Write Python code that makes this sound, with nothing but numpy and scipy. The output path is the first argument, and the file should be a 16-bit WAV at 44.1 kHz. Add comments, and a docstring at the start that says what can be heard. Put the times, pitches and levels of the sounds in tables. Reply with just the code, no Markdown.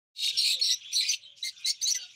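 """Small parrots in an aviary

A flock of small parrots chatters in a brick aviary under a concrete ceiling.
Near birds squawk and chirp: rough tones near 2 kHz, usually strongest in the second harmonic, plus rasp.
They also give short shrill whistles: gliding tones with a weak overtone.
Birds further off twitter between them, with soft low notes, as gliding tones and a blur of noise bands.
Two wing beats are puffs of low noise, and a faint rumble is shaped noise. All of it fades in.
"""
import sys
import numpy as np
from scipy import signal
from scipy.fft import rfft, irfft
from scipy.io import wavfile

SR = 44100
rng = np.random.default_rng(int(sys.argv[2]) if len(sys.argv) > 2 else 0)


def materialize(psi):
    """Save the field psi as 16-bit PCM at rate SR to the path in sys.argv[1].

    A 1-D psi becomes a single channel; in a 2-D psi each row is a channel.
    """
    bounded = np.clip(np.atleast_2d(psi).T, -1, 1)
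    quanta = np.round(bounded * 32767).astype(np.int16)
    wavfile.write(sys.argv[1], SR, quanta)


N = 94815
TIME = np.arange(N) / SR


def from_db(db):
    """Turn decibels into a gain."""
    return 10 ** (np.asarray(db) / 20)


def rms_one(x):
    """Scale a signal to unit power."""
    return x / np.sqrt(np.mean(x ** 2) + 1e-20)


def coloured(x, spectrum):
    """Shape a signal by a smooth spectrum and scale it to unit power."""
    hz, db = np.transpose(spectrum)
    bins_hz = np.maximum(np.fft.rfftfreq(len(x), 1 / SR), 1)
    gain = from_db(np.interp(np.log(bins_hz), np.log(hz), db))
    return rms_one(irfft(rfft(x) * gain, len(x)))


def shake(rate, size=N):
    """Irregular wobble in two octaves around a rate, with unit spread and rounded extremes."""
    sos = signal.butter(3, [rate / 2, rate * 2], "band", fs=SR, output="sos")
    settle = SR // 4  # dropped, so that the filter has settled
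    noise = signal.sosfilt(sos, rng.standard_normal(size + settle))[settle:]
    return rms_one(np.tanh(rms_one(noise) / 2))


def wobble(rate, size):
    """An irregular wobble for the length of one note."""
    return np.resize(shake(rate, size=SR // 4), size)


def patchy_noise(edges_hz, patch_db, rate):
    """Noise in bands that each swell and fade on their own."""
    out = np.zeros(N)
    for low, high in zip(edges_hz, edges_hz[1:]):
        sos = signal.butter(2, [low, high], "band", fs=SR, output="sos")
        band = signal.sosfilt(sos, rng.standard_normal(N))
        out += band * from_db(patch_db * shake(rate))
    return out


def treble_shelf(x, split_hz, db):
    """Raise or lower everything above a split by a level that may move."""
    low = signal.sosfiltfilt(signal.butter(3, split_hz, fs=SR, output="sos"), x)
    return low + (x - low) * from_db(db)


def gate(start, length, attack, release):
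    """Sample positions of a note, and its rounded rise, hold and fall."""
    at = np.flatnonzero((TIME >= start) & (TIME < start + length))
    t = TIME[at] - start
    rise = np.sin(np.pi / 2 * np.clip(t / attack, 0, 1))
    fall = np.sin(np.pi / 2 * np.clip((length - t) / release, 0, 1))
    return at, rise * fall


RATTLE_PER_S = (175, 290)  # each note starts from its own rate in this range
RATTLE_DRIFT, RATTLE_DRIFT_PER_S = .16, 45  # the rate drifts by this share


def rattle(size):
    """The quick, almost regular beat of a rough voice, between -1 and 1."""
    rate = rng.uniform(*RATTLE_PER_S) * (1 + RATTLE_DRIFT * wobble(RATTLE_DRIFT_PER_S, size))
    return np.sin(2 * np.pi * (rng.random() + np.cumsum(rate) / SR))


# Irregular pitch movement, as a share of the pitch at roughness 1
JITTER, JITTER_PER_S = .028, 160
WANDER, WANDER_PER_S = .022, 60
FLUTTER_DB, FLUTTER_PER_S = 3, 105
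HARMONIC_FLICKER_DB, FLICKER_PER_S = 3.2, 35


def syrinx(size, first_hz, last_hz, arch, swing, rough, harmonics_db):
    """A bird's voice organ: a gliding, unsteady tone with flickering harmonics, at unit power."""
    progress = np.linspace(0, 1, size)
    glide_hz = first_hz + (last_hz - first_hz) * progress
    bulge = arch * (np.sin(np.pi * progress) - 2 / np.pi)  # averages to zero
    shiver = JITTER * wobble(JITTER_PER_S, size) + WANDER * wobble(WANDER_PER_S, size)
    bend = bulge + rough * (swing + shiver)
    phase = 2 * np.pi * np.cumsum(glide_hz * (1 + bend)) / SR
    tone = np.zeros(size)
    for k, db in enumerate(harmonics_db, 1):
        # a harmonic at 0 dB holds steady
        flicker_db = HARMONIC_FLICKER_DB * (db != 0) * wobble(FLICKER_PER_S, size)
        tone += from_db(db + flicker_db) * np.sin(k * phase + rng.uniform(0, 2 * np.pi))
    return rms_one(tone * from_db(FLUTTER_DB * rough * wobble(FLUTTER_PER_S, size)))


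ECHO_DELAYS_S, ECHO_GAIN = (.001, .011), .38  # nearby walls and ceiling


def add(out, at, note):
    """Place a note with a few close echoes of its own perch, keeping its energy."""
    path = np.zeros(SR // 50)
    path[(rng.uniform(*ECHO_DELAYS_S, size=4) * SR).astype(int)] = ECHO_GAIN
    path[0] = 1
    heard = signal.fftconvolve(note, path)
    heard *= np.sqrt(np.sum(note ** 2) / np.sum(heard ** 2))
    heard = heard[:N - at[0]]
    out[at[0]:at[0] + len(heard)] += heard


THROAT_LOW_HZ = 1990  # the small throat passes little below this


def throat(x, resonances):
    """The hollows and peaks of a small bird's throat, and its steep lower edge."""
    for hz, db, q in resonances:
        band = signal.lfilter(*signal.iirpeak(hz, q, fs=SR), x)
        x = x + (from_db(db) - 1) * band
    return signal.sosfilt(signal.butter(10, THROAT_LOW_HZ, "high", fs=SR, output="sos"), x)


# Throat colour of the rasp, before the beak and throat shape it
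# columns: pitch_hz, relative level_db
RASP_COLOUR = [(1750, -22.5), (2050, -35), (2400, 3), (2800, 4), (3250, 2.5), (3900, 11), (5000, 5.5),
               (6000, -1), (7000, -5.5), (8400, -6), (10300, -11.5), (11900, -37.5), (13000, -18),
               (15500, -15)]
RASP_PATCH_DB = 6
SQUAWK_ATTACK_S, SQUAWK_RELEASE_S = 0.0082, 0.018
SQUAWK_ARCH = 0.024  # the pitch bulges by this share
VOICE_PULSE_DB, RASP_PULSE_DB = 4, 7  # level pulses with each beat; the voice's grow with roughness
# the beak opens and closes; the treble is weaker while it is shut
OPEN_S, CLOSE_S, CLOSED_DB, BEAK_SPLIT_HZ = 0.019, 0.024, -7, 3120


def rough_notes(notes, upper_harmonics, swing):
    """Rough notes whose pitch, level and rasp beat together, brightest with the beak wide open."""
    out = np.zeros(N)
    edges_hz = np.geomspace(1000, 16000, 32)
    rasp = coloured(patchy_noise(edges_hz, RASP_PATCH_DB, FLICKER_PER_S), RASP_COLOUR)
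    for start, length, first_hz, last_hz, db, rough, rasp_db, low_db, third_db, treble_db in notes:
        at, envelope = gate(start, length, SQUAWK_ATTACK_S, SQUAWK_RELEASE_S)
        _, beak = gate(start, length, OPEN_S, CLOSE_S)
        size = len(at)
        beat = rattle(size)

        harmonics = [low_db, 0, third_db] + [h + treble_db for h in upper_harmonics]
        voice = syrinx(size, first_hz, last_hz, SQUAWK_ARCH, swing * beat, rough, harmonics)
        pulse = rms_one(np.gradient(beat))
        voice = rms_one(voice * from_db(VOICE_PULSE_DB * rough * pulse))

        rasp_pulse_db = RASP_PULSE_DB * beat + FLUTTER_DB * wobble(FLUTTER_PER_S, size)
        breath = rms_one(rasp[at] * from_db(rasp_pulse_db))
        note = rms_one(voice + from_db(rasp_db) * breath)
        note = treble_shelf(note, BEAK_SPLIT_HZ, CLOSED_DB * (1 - beak))
        add(out, at, from_db(db) * envelope * note)
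    return out


WHISTLE_SWING = .05  # pitch swing of each beat, as a share at roughness 1
OVERTONE_DB = -25  # second harmonic against the first


def whistled(notes, attack, release):
    """Warbling notes with one weak overtone."""
    out = np.zeros(N)
    for start, length, first_hz, last_hz, db, rough in notes:
        at, envelope = gate(start, length, attack, release)
        swing = WHISTLE_SWING * rattle(len(at))
        tone = syrinx(len(at), first_hz, last_hz, 0, swing, rough, [0, OVERTONE_DB])
        add(out, at, from_db(db) * envelope * tone)
    return out


# Colour of the faint rumble
# columns: pitch_hz, relative level_db
RUMBLE_COLOUR = [(25, -11), (70, -5.5), (100, 3.5), (170, -3.5), (250, -8.5), (900, -14), (3000, -9),
                 (15000, -39)]
RUMBLE_DB = -76


def faint_rumble():
    """A steady rumble made of shaped noise."""
    return from_db(RUMBLE_DB) * coloured(rng.standard_normal(N), RUMBLE_COLOUR)


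# Overall level of the distant flock, before its treble moves
# columns: time_s, level_db
FLOCK_LEVEL = [(.15, -39), (.78, -44.5), (.86, -42.5), (.93, -43), (1.12, -46), (1.19, -52), (1.25, -48),
               (1.355, -62), (1.39, -55.5), (1.50, -53), (1.555, -59.5), (1.62, -42), (1.72, -47.5),
               (1.785, -52.5), (1.90, -42), (2.03, -47), (2.08, -50), (2.15, -46.5)]
# Treble of the distant flock against its middle
# columns: time_s, treble_db
FLOCK_TREBLE = [(.15, -4), (.82, -15), (.9, -15.5), (1.18, -13), (1.249, -26), (1.344, -14), (1.372, 4),
                (1.5, 6), (1.62, -9), (1.79, -7.5), (2.03, -4.5), (2.15, -11)]
# Colour of the distant flock, before its treble moves
# columns: pitch_hz, relative level_db
FLOCK_COLOUR = [(600, -52), (1200, -35), (1900, -28.5), (2500, -8), (3400, -2), (4400, -9.5), (5800, -3.5),
                (7000, -13.5), (8000, -22.5), (10000, -28), (15500, -41)]
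FLOCK_FLUTTER_DB, FLOCK_PATCH_DB, FLOCK_PATCH_PER_S = -0.5, 5, 10.7
FLOCK_SPLIT_HZ = 3300


def distant_flock():
    """Many far voices blur together; each pitch region swells and fades on its own."""
    edges_hz = np.geomspace(800, 16000, 20)
    voices = patchy_noise(edges_hz, FLOCK_PATCH_DB, FLOCK_PATCH_PER_S)
    voices = voices * from_db(FLOCK_FLUTTER_DB * shake(FLUTTER_PER_S / 2))
    level_db = np.interp(TIME, *np.transpose(FLOCK_LEVEL))
    treble_db = np.interp(TIME, *np.transpose(FLOCK_TREBLE))
    return from_db(level_db) * treble_shelf(coloured(voices, FLOCK_COLOUR), FLOCK_SPLIT_HZ, treble_db)


# Squawks of near birds; level_db is set before the envelope, beak and throat
# columns: start_s, length_s, first_pitch_hz, last_pitch_hz, level_db, roughness (0 smooth, 1 rough),
# rasp_db (against the voice), fundamental_db and third_harmonic_db (against the second harmonic),
# treble_db (added to harmonics 4 to 7)
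SQUAWKS = [ (0.146, 0.17, 2048, 1946, -27, 0.71, -1, -44, -13, -2),
           (0.315, 0.11, 1747, 1704, -38.5, 1.23, -4.5, -45, -38, -15),
           (0.369, 0.082, 2224, 2112, -25, 0.7, -11.5, -51, -21, -4.5),
           (0.437, .122, 2158, 1939, -26, 0.73, -15, -36.5, -18, 0),
           (0.44, 0.096, 2434, 2620, -31, 0.54, 1, 1.5, -1, 4.5),
           (0.547, 0.07, 1860, 1842, -40.5, 0.9, -31, -29, -40, -32),
           (0.593, 0.016, 2240, 2245, -32.5, 0.37, -6, 8.5, 11, 17),
           (0.624, 0.086, 2137, 2026, -28, 0.62, -10, -30, -38, -5.5),
           (.686, 0.061, 1993, 1958, -26, 0.44, -7.5, -23.5, -25, -9),
           (0.914, 0.014, 2534, 2340, -32, 0.25, 0, 19, 12, 14),
           (0.925, 0.02, 2220, 2090, -27.5, 0.26, -2.5, -31, -19, 9.5),
           (0.949, 0.075, 2102, 2022, -23.5, 0.61, -21, -51, -32, -3.5),
           (1.017, 0.029, 2018, 1996, -28, 0.35, -23, -14, -8, -12),
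           (1.001, 0.12, 2396, 2490, -33.5, 0.6, -1.5, -2.5, -19, -14),
           (1.076, 0.019, 2460, 2470, -30.5, 0.9, -5, -10, 11, 15),
           (1.11, 0.043, 2210, 2113, -27.5, 0.12, 2, -38, -25, -4), ]
# Harmonics 4 to 7 before treble_db is added
# one column: level_db (against the second harmonic)
SQUAWK_HARMONICS = [-12.5, -25.5, -18.5, -33]
# Hollows and peaks of the throat
# columns: pitch_hz, level_db, sharpness (Q)
SQUAWK_THROAT = [(3180, 1.5, 7.6), (5960, -6.5, 6), (13070, -10, 5.5)]
SQUAWK_SWING = .085  # pitch swing of each beat, as a share at roughness 1


def squawks():
    """Near birds' rasping squawks: beating rough notes coloured by the throat."""
    return throat(rough_notes(SQUAWKS, SQUAWK_HARMONICS, SQUAWK_SWING), SQUAWK_THROAT)


FAR_ATTACK_S, FAR_RELEASE_S = 0.0016, 0.0077
# Soft low notes; the direct sound is later halved
# columns: start_s, length_s, first_pitch_hz, last_pitch_hz, level_db, roughness (0 smooth, 1 rough)
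LOW_NOTES = [ (.295, 0.066, 513, 442, -64.5, 0.38), (.555, 0.0245, 531.4, 492, -52.5, 0.12),
             (1.185, 0.18, 590, 567, -82, .2), (1.950, 0.056, 527, 510, -70, 0.32),
             (1.992, 0.06, 784, 707, -67.5, 0.54), ]


def low_notes():
    """Soft low notes: gliding tones that warble slightly."""
    return whistled(LOW_NOTES, FAR_ATTACK_S, FAR_RELEASE_S)


# Calls of birds further off; the direct sound is later halved
# columns: start_s, length_s, first_pitch_hz, last_pitch_hz, level_db, roughness (0 smooth, 1 rough)
FAR_CALLS = [ (.846, 0.062, 3372, 3440, -39.5, 0.67), (.30, 0.054, 1663, 1567, -65.5, 0.3),
             (1.215, 0.043, 4104, 3860, -49, 0.42), (1.250, 0.084, 3160, 3360, -50.5, 0.67),
             (1.525, 0.14, 1518, 1310, -68, 0.8), (1.565, 0.04, 3530, 3600, -51, 0.05),
             (1.595, 0.1, 2490, 2312, -51.5, 0.54), (1.745, 0.018, 3970, 3320, -51, 0.1),
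             (1.790, 0.0073, 3630, 3330, -43, 0.3), (1.958, 0.091, 1613, 1410, -58.5, 0.48),
             (1.975, 0.068, 3020, 3380, -45, 1.17), (1.975, 0.064, 2954, 2764, -44.5, 0.15),
             (1.995, 0.067, 3980, 3660, -50.5, 0.1), (1.985, 0.057, 4670, 4390, -45, 0.48), ]


def far_calls():
    """Twittering birds further off: short gliding tones."""
    return whistled(FAR_CALLS, FAR_ATTACK_S, FAR_RELEASE_S)


# Wing beats that push puffs of air
# columns: start_s, length_s, level_db (before the envelope)
WING_BEATS = [(0.327, 0.044, -66), (1.354, 0.036, -79)]
# Colour of a puff
# columns: pitch_hz, relative level_db
PUFF_COLOUR = [(25, -8), (90, 0), (170, 1.5), (280, -8), (1000, -33), (4000, -54)]


def wings():
    """Soft low puffs of noise from birds that flap between perches."""
    out = np.zeros(N)
    air = coloured(rng.standard_normal(N), PUFF_COLOUR)
    for start, length, db in WING_BEATS:
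        at, envelope = gate(start, length, length / 2, length / 2)
        out[at] += from_db(db) * envelope * rms_one(air[at])
    return out


# Whistles of near birds; level_db is set before the envelope
# columns: start_s, length_s, first_pitch_hz, last_pitch_hz, level_db, roughness (0 smooth, 1 rough)
WHISTLES = [ (.367, 0.037, 5490, 5540, -29.5, 0.26), (.612, 0.014, 4280, 4320, -20.5, 0),
            (.614, 0.066, 5407, 5510, -31.5, 0.66), (.692, 0.026, 7640, 7840, -45, 0.2),
            (.702, 0.045, 5500, 5920, -28, 0.49), (.748, 0.013, 5600, 5670, -44, .5),
            (.927, 0.038, 5777, 5850, -29.5, 0.49), (.940, 0.014, 9800, 9900, -38.5, 0.3),
            (1.080, 0.02, 4700, 4750, -28, 0.05), (1.087, 0.03, 6050, 5990, -26.5, 0.55),
            (1.120, 0.044, 6320, 6000, -43, 0.46), (1.426, 0.012, 3965, 3934, -27.5, 0.13),
            (1.645, 0.015, 3882, 4052, -24, 0), (1.699, 0.015, 5380, 5580, -29, 0.13),
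            (1.814, 0.0083, 4340, 4820, -29, 0.3), (1.825, 0.03, 6070, 6190, -26, 0.56),
            (1.850, 0.015, 3924, 3985, -25.5, 0), (1.903, 0.022, 5930, 5780, -24, 0.42),
            (1.951, 0.023, 6020, 5950, -33, 0.32), ]
WHISTLE_ATTACK_S, WHISTLE_RELEASE_S = 0.0062, 0.0024


def whistles():
    """Near birds' short shrill whistles: high gliding tones that end sharply."""
    return whistled(WHISTLES, WHISTLE_ATTACK_S, WHISTLE_RELEASE_S)


# Chirps of near birds; level_db is set before the envelope, beak and throat
# columns: start_s, length_s, first_pitch_hz, last_pitch_hz, level_db, roughness (0 smooth, 1 rough),
# rasp_db (against the voice), fundamental_db and third_harmonic_db (against the second harmonic),
# treble_db (added to harmonics 4 to 7)
CHIRPS = [ (1.433, 0.0567, 2143, 2021, -32, 0.5, -31, -5, -6.5, 1),
          (1.477, 0.025, 2070, 2210, -30, 0.85, -29, -20.5, -21, -2),
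          (1.656, 0.063, 2045, 2252, -26.5, 0.48, -12.5, -14, -7.5, -0.5),
          (1.811, 0.028, 2060, 2004, -31.5, 0.83, -15, -17.5, -14, 1.5),
          (1.864, 0.05, 2132, 2225, -26, 0.57, -37, -23, -6.5, -1.5),
          (1.899, 0.036, 2246, 2035, -41.5, 0.67, -31, -13, -31, 10),
          (1.941, 0.025, 2073, 1914, -27, 0.38, -5.5, 1.5, 6, 10), ]
# Harmonics 4 to 7 before treble_db is added
# one column: level_db (against the second harmonic)
CHIRP_HARMONICS = [-12.5, -13, -26, -20.5]
# Hollows and peaks of the throat
# columns: pitch_hz, level_db, sharpness (Q)
CHIRP_THROAT = [(2360, -16, 5.3), (3550, -16, 8), (5280, 6.5, 8.1), (11270, -26, 4.4)]
CHIRP_SWING = .12  # pitch swing of each beat, as a share at roughness 1


def chirps():
    """Near birds' chirps: like squawks, but mostly with less rasp, a wider swing and another throat."""
    return throat(rough_notes(CHIRPS, CHIRP_HARMONICS, CHIRP_SWING), CHIRP_THROAT)


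ROOM_T60_S, ROOM_DELAY_S, WALL_CUT_HZ = 0.15, 0.001, 7100
ROOM_DB, FAR_ROOM_DB = -13, -4.5  # how strongly near and far birds feed the room


def aviary(x):
    """Dense, slightly dull reflections from brick and concrete that die quickly."""
    t = TIME[:SR // 2]
    decay = from_db(-60 * t / ROOM_T60_S)
    tail = rng.standard_normal(len(t)) * decay * (t > ROOM_DELAY_S)
    tail = signal.sosfilt(signal.butter(2, WALL_CUT_HZ, fs=SR, output="sos"), tail)
    # bring the average gain below about 5.5 kHz to one
    tail /= np.abs(rfft(tail))[:len(t) // 8].mean()
    return signal.fftconvolve(x, tail)[:N]


def scene():
    """Near and far birds in the room, with wing beats, over a faint rumble."""
    background = faint_rumble() + distant_flock()
    near = squawks() + whistles() + chirps()
    far = low_notes() + far_calls()
    room = aviary(from_db(ROOM_DB) * near + from_db(FAR_ROOM_DB) * far)
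    return (near + far / 2 + room + background + wings())[None]


FADE_START_S, FADE_S = 0.14, 0.11
CUTOFF_HZ = 15650


def record(dry):
    """Fade the sound in from silence and cut the top steeply."""
    fade = np.clip((TIME - FADE_START_S) / FADE_S, 0, 1) ** 1.79
    top_cut = signal.ellip(12, .1, 80, CUTOFF_HZ, fs=SR, output="sos")
    return signal.sosfilt(top_cut, dry * fade)


dry = scene()
out = record(dry)
materialize(out)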